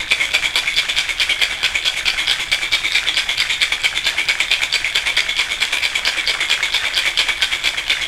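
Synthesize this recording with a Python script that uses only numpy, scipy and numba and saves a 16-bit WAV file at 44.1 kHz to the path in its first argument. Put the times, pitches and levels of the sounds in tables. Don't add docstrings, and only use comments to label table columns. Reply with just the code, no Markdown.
import sys
import numpy as np
from scipy import signal
from scipy.fft import rfft, irfft, next_fast_len
from scipy.io import wavfile
from numba import njit

SR = 44100
rng = np.random.default_rng(int(sys.argv[2]) if len(sys.argv) > 2 else 0)


def put_to_file(sound):
    columns = np.atleast_2d(sound).T
    safe = np.clip(columns, -1, 1)
    whole_steps = np.round(safe * 32767)
    wavfile.write(sys.argv[1], SR, whole_steps.astype(np.int16))


N = 355887

# (frequency [Hz], relative density [dB per Hz])
BACKGROUND_SPECTRUM = [(30, 0), (120, -5.5), (250, -6), (1000, -23), (4000, -10.5), (16000, -26)]
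# (time [s], relative level [dB])
RUMBLE_LEVEL = [(0, -40), (.04, -39), (.09, -49), (.3, -46), (.5, -47.5), (2, -46), (4, -47.5), (6, -49),
                (8.07, -48)]
# (frequency [Hz], relative density [dB per Hz])
RUMBLE_SPECTRUM = [(12, -6.5), (24, 2.5), (36, -3), (48, -6), (60, -4.5), (85, -14), (125, -12),
                   (200, -21.5), (400, -28), (1500, -56)]
# (time [s], relative level [dB])
FROTH_LEVEL = [(0.0, -38), (0.29, -33.5), (5.62, -35), (6.43, -31), (8.07, -34)]
# (frequency [Hz], relative level [dB])
BUBBLE_SPECTRUM = [(300, -12), (450, -21), (700, -1), (1000, -6.5), (1300, -2.5), (1650, 12.5), (2100, 7.5),
                   (2800, 6.5)]
# (frequency [Hz], width [Hz], outer-end strike level [dB], inner-end strike level [dB])
TIN_MODES = [(331.5, 20, -36, -22), (364, 190, -23.5, -41), (557, 244, -18.5, -16.5),
             (983, 270, -17, -14.5), (1588, 124, -10, -18.5), (2221, 93, -5, 3.5), (2335, 193, -0.5, 0),
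             (3220, 240, -1, -4), (3449, 180, -0.5, 0), (4050, 130, -16.5, -39), (4693, 104, -13, -42),
             (4840, 960, -48, -24), (6760, 460, -59, -12), (7380, 370, -15, -25.5), (8010, 930, -15, -12),
             (10140, 470, -16.5, -15), (11630, 1500, -15, -15), (14800, 600, -16, -24)]
# (frequency [Hz], slope [dB per dB of hardness])
HARDNESS_TILT = [(400, 0.2), (1400, 0.28), (2250, -.5), (3400, 0.53), (4900, 1.5), (6300, 0.16),
                 (14000, 0.4)]
# (time [s], relative level [dB], centre of the sound [Hz])
LONE_KNOCKS = [(0.1071, -16.1, 3070), (0.1203, -7.6, 2450), (0.3437, -10.9, 2670), (0.3496, -8.5, 3060),
               (0.4255, -16.5, 2360), (0.5566, -10.7, 3240), (0.7644, -14.2, 4030), (0.9663, -11.6, 3110),
               (0.9855, -8.6, 3370), (1.0909, -13.7, 2640), (1.1986, -12.3, 3380), (1.2937, -12.9, 2570),
               (1.4158, -11.5, 2970), (1.4343, -9.1, 2960), (1.6311, -11.0, 3350), (1.7582, -12.1, 2330),
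               (1.8257, -17.9, 3890), (1.8778, -9.5, 3210), (2.0563, -13.6, 2940), (2.0807, -9.3, 3390),
               (2.2026, -11.7, 2530), (2.2732, -14.1, 4020), (2.3127, -8.4, 2970), (2.5163, -12.5, 3250),
               (2.7231, -13.4, 3750), (2.9208, -12.9, 3570), (3.0859, -10.3, 2840), (3.1433, -15.1, 4100),
               (3.2916, -11.6, 2630), (3.6172, -10.0, 3330), (3.7215, -8.9, 2370), (3.846, -11.0, 2840),
               (3.9752, -12.7, 2740), (4.2853, -11.0, 3440), (4.4026, -9.4, 2450), (4.5134, -11.1, 3310),
               (4.5371, -8.8, 3300), (4.6185, -12.8, 2620), (4.6348, -9.0, 2990), (4.7264, -13.1, 3570),
               (4.8452, -13.5, 2440), (4.9515, -10.1, 3240), (4.9568, -10.4, 3120), (5.0721, -12.0, 3020),
               (5.1674, -11.3, 3640), (5.2059, -12.8, 3390), (5.3667, -13.9, 3850), (5.5197, -10.4, 2450),
               (5.6082, -12.2, 3050), (5.6513, -11.8, 3270), (5.7721, -10.8, 2450), (5.7846, -14.3, 3650),
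               (6.051, -12.7, 3930), (6.1365, -15.6, 1980), (6.2747, -11.3, 3870), (6.4044, -12.9, 2330),
               (6.5012, -10.1, 3540), (6.6271, -11.2, 2330), (6.7446, -9.8, 2880), (7.1739, -12.5, 3450),
               (7.1911, -8.3, 3110), (7.2866, -8.5, 2890), (7.4217, -10.0, 3170), (7.6414, -16.1, 2930),
               (7.8979, -13.0, 2800)]
# (time [s], relative level [dB], spread of the landing [s])
INNER_CRASHES = [(0.013, -21.5, 0.011), (0.228, -14.5, 0.022), (0.454, -15.5, 0.013), (0.684, -16.5, 0.013),
                 (0.9, -17, 0.01), (1.104, -19.5, 0.011), (1.313, -14.5, 0.014), (1.523, -19.5, 0.015),
                 (1.763, -18, 0.014), (1.983, -19.5, 0.011), (2.201, -16, 0.017), (2.415, -17, 0.015),
                 (2.638, -18.5, 0.014), (2.865, -16.5, 0.016), (3.085, -16.6, 0.015), (3.304, -17, 0.015),
                 (3.518, -14.5, 0.014), (3.73, -17, 0.01), (3.971, -18.5, 0.013), (4.195, -14.5, 0.013),
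                 (4.412, -16.5, 0.013), (4.636, -18, 0.013), (4.87, -17.9, 0.016), (5.078, -15, 0.014),
                 (5.3, -18.8, 0.011), (5.525, -20, 0.014), (5.74, -14.5, 0.012), (5.966, -16.5, 0.011),
                 (6.185, -16, 0.012), (6.423, -16.5, 0.015), (6.645, -16.5, 0.013), (6.867, -17.2, 0.013),
                 (7.074, -13.5, 0.015), (7.299, -16.5, 0.017), (7.536, -16, 0.013), (7.787, -17.5, 0.011),
                 (8.027, -18, 0.012)]
# (time [s], brightness [dB], spread of the landing [s])
OUTER_CRASHES = [(0.123, -12, 0.0095), (0.349, -6, 0.011), (0.576, -0.5, 0.012), (0.785, 1, 0.011),
                 (0.993, -4, 0.016), (1.217, 0, 0.011), (1.426, -7, 0.013), (1.651, 1, 0.0089),
                 (1.869, -0.5, 0.012), (2.087, 1, 0.013), (2.305, 3, 0.017), (2.534, 1, 0.011),
                 (2.743, 4.5, 0.012), (2.963, 1.5, 0.016), (3.186, 1.5, 0.014), (3.408, 2, 0.014),
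                 (3.631, 2.5, 0.01), (3.853, -1, 0.0092), (4.075, 1, 0.014), (4.301, -4, 0.011),
                 (4.526, -3, 0.013), (4.748, 2, 0.01), (4.968, -2.5, 0.013), (5.181, -5.5, 0.011),
                 (5.401, 1.5, 0.013), (5.627, -3, 0.0086), (5.848, -3, 0.014), (6.079, 5, 0.013),
                 (6.298, 2, 0.015), (6.526, -4, 0.016), (6.755, 1, 0.013), (6.984, 4.5, 0.018),
                 (7.203, 3.4, 0.013), (7.435, -1, 0.013), (7.67, -2, 0.015), (7.911, -2, 0.012)]

OUT_BASE_DB = -13
KNOCK_LENGTH_S = 0.0016
CHATTER_S = 0.00045
CUBE_RING_LOW_HZ, CUBE_RING_HIGH_HZ = 4120, 5220
LEAD_MAX_S, LEAD_MIN_S = 0.034, 0.008
FOLLOW_S = 0.002
HELD_SHARE = 0.52
CUTOFF_HZ = 15900


def from_db(db):
    return 10 ** (np.asarray(db) / 20)


def rms_one(x):
    return x / np.sqrt(np.mean(x ** 2) + 1e-20)


def unit_rows(x):
    return x / np.sqrt(np.sum(x ** 2, axis=1, keepdims=True))


def at_hz(points, hz):
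    f_hz, db = np.transpose(points)
    return np.interp(np.log(np.maximum(hz, 1)), np.log(f_hz), db)


def coloured_noise(points):
    gain = from_db(at_hz(points, np.arange(N // 2 + 1) * SR / N))
    return rms_one(irfft(rfft(rng.standard_normal(N)) * gain, N))


def soften(x, hz, kind, order=2):
    return signal.sosfilt(signal.butter(order, min(hz, .45 * SR), kind, fs=SR, output="sos"), x)


def clicks(times_s, sizes):
    at = np.round(times_s * SR).astype(int)
    inside = (at >= 0) & (at < N)
    return np.bincount(at[inside], sizes[inside], N) + 1e-18


def ring(x, hz, width_hz):
    r = np.exp(-np.pi * width_hz / SR)
    numerator = np.sqrt((1 - r * r) / 2) * np.array([1, 0, -1])
    return signal.lfilter(numerator, [1, -2 * r * np.cos(2 * np.pi * hz / SR), r * r], x)


@njit
def moving_ring(x, pull, r, hop):
    out = np.zeros(len(x))
    y1 = y2 = 0.0
    for i in range(len(x)):
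        y = x[i] + 2 * r * pull[i // hop] * y1 - r * r * y2
        out[i] = (y - y2) * ((1 - r * r) / 2) ** .5
        y1, y2 = y, y1
    return out


def drift(times_s, rate_hz):
    knots = rng.standard_normal(400)
    return 1.55 * np.interp(times_s * rate_hz, np.arange(len(knots)), knots)


def since_out_stroke(times_s):
    crash_s = np.array(OUTER_CRASHES)[:, 0]
    period_s = np.mean(np.diff(crash_s))
    crash_s = np.concatenate([[crash_s[0] - period_s], crash_s, [crash_s[-1] + period_s]])
    return np.interp(times_s, crash_s, np.arange(len(crash_s))) % 1


def arm_rumble(swing_db, lead, level_db):
    t_s = np.arange(N) / SR
    tug_db = swing_db * np.cos(2 * np.pi * 2 * (since_out_stroke(t_s) + lead))
    rumble_db = np.interp(t_s, *np.transpose(RUMBLE_LEVEL)) + tug_db + level_db
    return from_db(rumble_db) * coloured_noise(RUMBLE_SPECTRUM)


def room_response(early_db, tail_db, t60_s, treble_t60_s, count=14):
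    t_s = np.arange(SR // 3) / SR
    delays_s = np.geomspace(.003, .024, count) * rng.uniform(.85, 1.15, count)
    early = clicks(delays_s, rng.choice([-1, 1], count) / np.sqrt(delays_s))[:len(t_s)]
    noise = rng.standard_normal(len(t_s))
    dull = soften(noise, 3900, "low", order=1)
    tail = dull * from_db(-60 * t_s / t60_s)
    tail = tail + 1.55 * (noise - dull) * from_db(-60 * t_s / treble_t60_s)
    tail = tail * np.clip(t_s / 0.0082 - .5, 0, 1)
    early, tail = unit_rows(np.array([early, tail]))
    return from_db(early_db) * early + from_db(tail_db) * tail


def kitchen(x, count=12):
    hop = SR // 40
    responses = np.array([room_response(early_db=-13.0, tail_db=-8.0, t60_s=0.36, treble_t60_s=0.19)
                          for _ in range(count)])
    span = next_fast_len(hop + responses.shape[1], real=True)
    places = rfft(responses, span)
    out = np.zeros(N + span)
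    for i in range(0, N, hop):
        out[i:i + span] += irfft(rfft(x[i:i + hop], span) * places[rng.integers(count)], span)
    return out[:N]


def slosh(peak_place, width, surge_db, cycles, uneven_db, count):
    times_s = rng.random(count) * N / SR
    gulp_db = surge_db * np.exp(-((since_out_stroke(times_s) - peak_place) / width) ** 2)
    sizes = from_db(gulp_db + uneven_db * np.minimum(rng.exponential(1, count), 4))
    sizes = sizes * rng.choice([-1, 1], count)
    pitches_hz = np.geomspace(300, 2800, 28)
    dealt = np.arange(count) % len(pitches_hz)
    out = np.zeros(N)
    for k, hz in enumerate(pitches_hz):
        train = clicks(times_s[dealt == k], sizes[dealt == k])
        out += from_db(at_hz(BUBBLE_SPECTRUM, hz)) * ring(train, hz, hz / cycles)
    return rms_one(out)


def spray(strokes, delay_s, length_s, low_hz, high_hz):
    s, db = strokes[:2]
    t = np.arange(SR // 4) / SR / length_s
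    surge = signal.fftconvolve(clicks(s + delay_s, from_db(db)), t * np.exp(1 - t))[:N]
    hiss = soften(soften(rng.standard_normal(N), low_hz, "high"), high_hz, "low")
    return surge * rms_one(hiss)


def chips(level_db, uneven_db, tilt_db, varied_db, swing_db, peak_place, count):
    times_s = (np.arange(count) + rng.random(count)) * N / SR / count
    place = since_out_stroke(times_s)
    swell_db = swing_db * np.cos(2 * np.pi * (place - peak_place))
    sizes = from_db(uneven_db * np.minimum(rng.exponential(1, count), 4) + swell_db)
    sizes = from_db(level_db) * rms_one(sizes) * np.sqrt(N / count)
    hardness_db = tilt_db + varied_db * rng.standard_normal(count)
    return [times_s, sizes, np.sin(np.pi * place * .8) ** 2, hardness_db]


def leading_ticks(lead_s, scatter_s, tilt_db, level_db, count):
    crash_s = np.repeat(np.array(OUTER_CRASHES)[:, 0], count)
    chance = rng.standard_normal((len(crash_s), 2))
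    times_s = crash_s - lead_s + scatter_s * chance[:, 0]
    sizes = from_db(level_db + 3.7 * chance[:, 1]) * np.sqrt(KNOCK_LENGTH_S * SR)
    return [times_s, sizes, np.zeros(len(times_s)), np.full(len(times_s), tilt_db)]


def behind_leader(s, times_s):
    knock_s = np.array(LONE_KNOCKS)[:, 0]
    leads = (knock_s > s - LEAD_MAX_S) & (knock_s < s - LEAD_MIN_S)
    front_s = np.where(leads.any(axis=1), knock_s[leads.argmax(axis=1)] + FOLLOW_S, -1)[:, None]
    held = rng.random(times_s.shape) < HELD_SHARE
    return np.where(held, front_s + np.abs(times_s - front_s), times_s)


def cube_hits(s, db, hardness_db, count=3):
    times_s = s[:, None] + CHATTER_S * (np.arange(count) + .8 * rng.random((len(s), count)))
    sizes = unit_rows(from_db(2 * rng.standard_normal(times_s.shape) - 4.8 * np.arange(count)))
    sizes = sizes * from_db(db)[:, None] * np.sqrt(KNOCK_LENGTH_S * SR)
    inner = np.sin(np.pi * since_out_stroke(times_s.ravel())) ** 4
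    return [times_s.ravel(), sizes.ravel(), inner, np.repeat(hardness_db, count)]


def knocks(level_db, hardness_db, centre_hz):
    s, db, hz = np.transpose(LONE_KNOCKS)
    return cube_hits(s, db + level_db, hardness_db * np.log2(hz / centre_hz))


def heavy_cubes(strokes, first, span, level_db, uneven_db, tilt_db, dulling_db, varied_db, count):
    s, db, bright_db, spread_s = strokes[:, :, None]
    place = (np.arange(count) + rng.random((len(s), count))) / count
    levels_db = db + level_db + uneven_db * rng.uniform(-0.95, 1, place.shape)
    hardness_db = tilt_db + bright_db - dulling_db * place + varied_db * rng.standard_normal(place.shape)
    times_s = behind_leader(s, s + spread_s * (span * place - first))
    return cube_hits(times_s.ravel(), levels_db.ravel(), hardness_db.ravel())


def clashes(strokes, lead, scatter, level_db, uneven_db, colour, width_hz, count, size=9):
    s, db, bright_db, spread_s = strokes[:, :, None]
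    place = 2 * (np.arange(count) + rng.random((len(s), count))) / count - 1
    times_s = behind_leader(s, s + spread_s * (scatter * place - lead)).ravel()
    window = np.cos(np.pi * place / 2) ** .5
    sizes = unit_rows(from_db(uneven_db * rng.standard_normal(place.shape)) * window)
    sizes = (sizes * from_db(db + level_db + colour * bright_db)).ravel() * np.sqrt(KNOCK_LENGTH_S * SR)
    dealt = rng.integers(0, size, len(times_s))
    pitches_hz = np.geomspace(CUBE_RING_LOW_HZ, CUBE_RING_HIGH_HZ, size)
    return sum(ring(clicks(times_s[dealt == k], sizes[dealt == k]), hz, width_hz)
               for k, hz in enumerate(pitches_hz))


def return_strokes(dulling):
    s, db, spread_s = np.transpose(INNER_CRASHES)
    return np.array([s, db, -dulling * (db - db.mean()), spread_s])


def outward_strokes():
    s, bright_db, spread_s = np.transpose(OUTER_CRASHES)
    return np.array([s, np.full(len(s), OUT_BASE_DB), bright_db, spread_s])


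def crashes(strokes, inner, build_share, fall_share, level_db, uneven_db, tilt_db, dulling_db,
            colour, count):
    s, db, bright_db, spread_s = strokes[:, :, None]
    build_s, fall_s = build_share * spread_s, fall_share * spread_s
    place = np.sort(rng.standard_normal((len(s), count * 4)), axis=1)[:, 1::4]
    place = place + .8 * (fall_s - build_s) / (fall_s + build_s)
    times_s = s + place * np.where(place < 0, build_s, fall_s)
    centred_s = times_s - (times_s.mean(axis=1, keepdims=True) - s)
    times_s = behind_leader(s, centred_s)
    energy = SR * np.sqrt(np.pi / 2) * np.mean(build_s + fall_s)
    sizes = unit_rows(from_db(uneven_db * rng.standard_normal(times_s.shape)))
    sizes = sizes * from_db(db + level_db) * np.sqrt(energy)
    hardness_db = tilt_db + colour * bright_db - dulling_db * place
    return [times_s.ravel(), sizes.ravel(), np.full(times_s.size, inner), hardness_db.ravel()]


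def strike_tin(hits, spot_db, wetting_db, detune, swirl_hz, size=64):
    times_s, sizes, inner, hardness_db = hits
    hz, width_hz, outer_db, inner_db = np.transpose(TIN_MODES)
    chance = rng.standard_normal((len(times_s), 2, len(hz)))
    wetting = np.transpose([drift(times_s, swirl_hz) for _ in hz])
    share_db = outer_db + np.outer(inner, inner_db - outer_db)
    share_db = share_db + np.outer(hardness_db, at_hz(HARDNESS_TILT, hz))
    share_db = share_db + spot_db * chance[:, 0] + wetting_db * wetting
    gains = unit_rows(from_db(share_db)) * np.sign(chance[:, 1]) * sizes[:, None]
    out = np.zeros(N)
    for gain, f_hz, width in zip(gains.T, hz, width_hz):
        pitch_hz = f_hz * (1 + detune * drift(np.arange(0, N, size) / SR, swirl_hz))
        pull = np.cos(2 * np.pi * pitch_hz / SR)
        out += moving_ring(clicks(times_s, gain), pull, np.exp(-np.pi * width / SR), size)
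    return out


def scene():
    outward, back = outward_strokes(), return_strokes(dulling=.4)
    hits = np.hstack([
        crashes(outward, 0, build_share=.9, fall_share=1.0, level_db=-1.9, uneven_db=4.0,
                tilt_db=-2.0, dulling_db=1.5, colour=0.64, count=48),
        crashes(back, 1, build_share=.6, fall_share=1.25, level_db=-0.68, uneven_db=2.5,
                tilt_db=0.6, dulling_db=-1.9, colour=1.0, count=65),
        knocks(level_db=2.5, hardness_db=33.0, centre_hz=2820),
        heavy_cubes(outward, first=1.15, span=2.5, level_db=1.3, uneven_db=0.5,
                    tilt_db=5.5, dulling_db=4.5, varied_db=7.5, count=3),
        heavy_cubes(back, first=1.1, span=1.5, level_db=0.0, uneven_db=4.0,
                    tilt_db=-9.5, dulling_db=-9.0, varied_db=11.0, count=1),
        chips(level_db=-32, uneven_db=4.5, tilt_db=3.0, varied_db=2.5, swing_db=1.5,
              peak_place=0.84, count=6000),
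        leading_ticks(lead_s=.036, scatter_s=.011, tilt_db=6.0, level_db=-24.0, count=2)])
    ice = strike_tin(hits, spot_db=2.5, wetting_db=1.78, detune=0.019, swirl_hz=16)
    cracks = clashes(outward, lead=.55, scatter=2.1, level_db=0.5, uneven_db=3.0, colour=0.86,
                     width_hz=390, count=6)
    ice += soften(cracks, 5500, "low", order=4)
    froth_db = np.interp(np.arange(N) / SR, *np.transpose(FROTH_LEVEL))
    drink = from_db(froth_db + 2.0) * slosh(peak_place=0.33, width=0.2, surge_db=6.0, cycles=7.2,
                                            uneven_db=3.0, count=7000)
    drink += from_db(-21.5) * spray(outward, delay_s=-0.003, length_s=0.037, low_hz=4970, high_hz=8150)
    drink += from_db(-23) * spray(back, delay_s=-0.015, length_s=0.03, low_hz=5360, high_hz=10500)
    shaker = ice + drink
    heard = soften(soften(shaker + kitchen(shaker), 8100, "low"), 89, "high")
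    rumble = arm_rumble(swing_db=3.0, lead=0.096, level_db=5.5)
    background = from_db(-48.0) * coloured_noise(BACKGROUND_SPECTRUM)
    return (heard + rumble + background)[None]


def record(dry):
    rounded = dry / (1 + np.abs(dry / .95) ** 6) ** (1 / 6)
    return signal.sosfiltfilt(signal.ellip(8, .05, 60, CUTOFF_HZ, fs=SR, output="sos"), rounded)


dry = scene()
out = record(dry)
put_to_file(out)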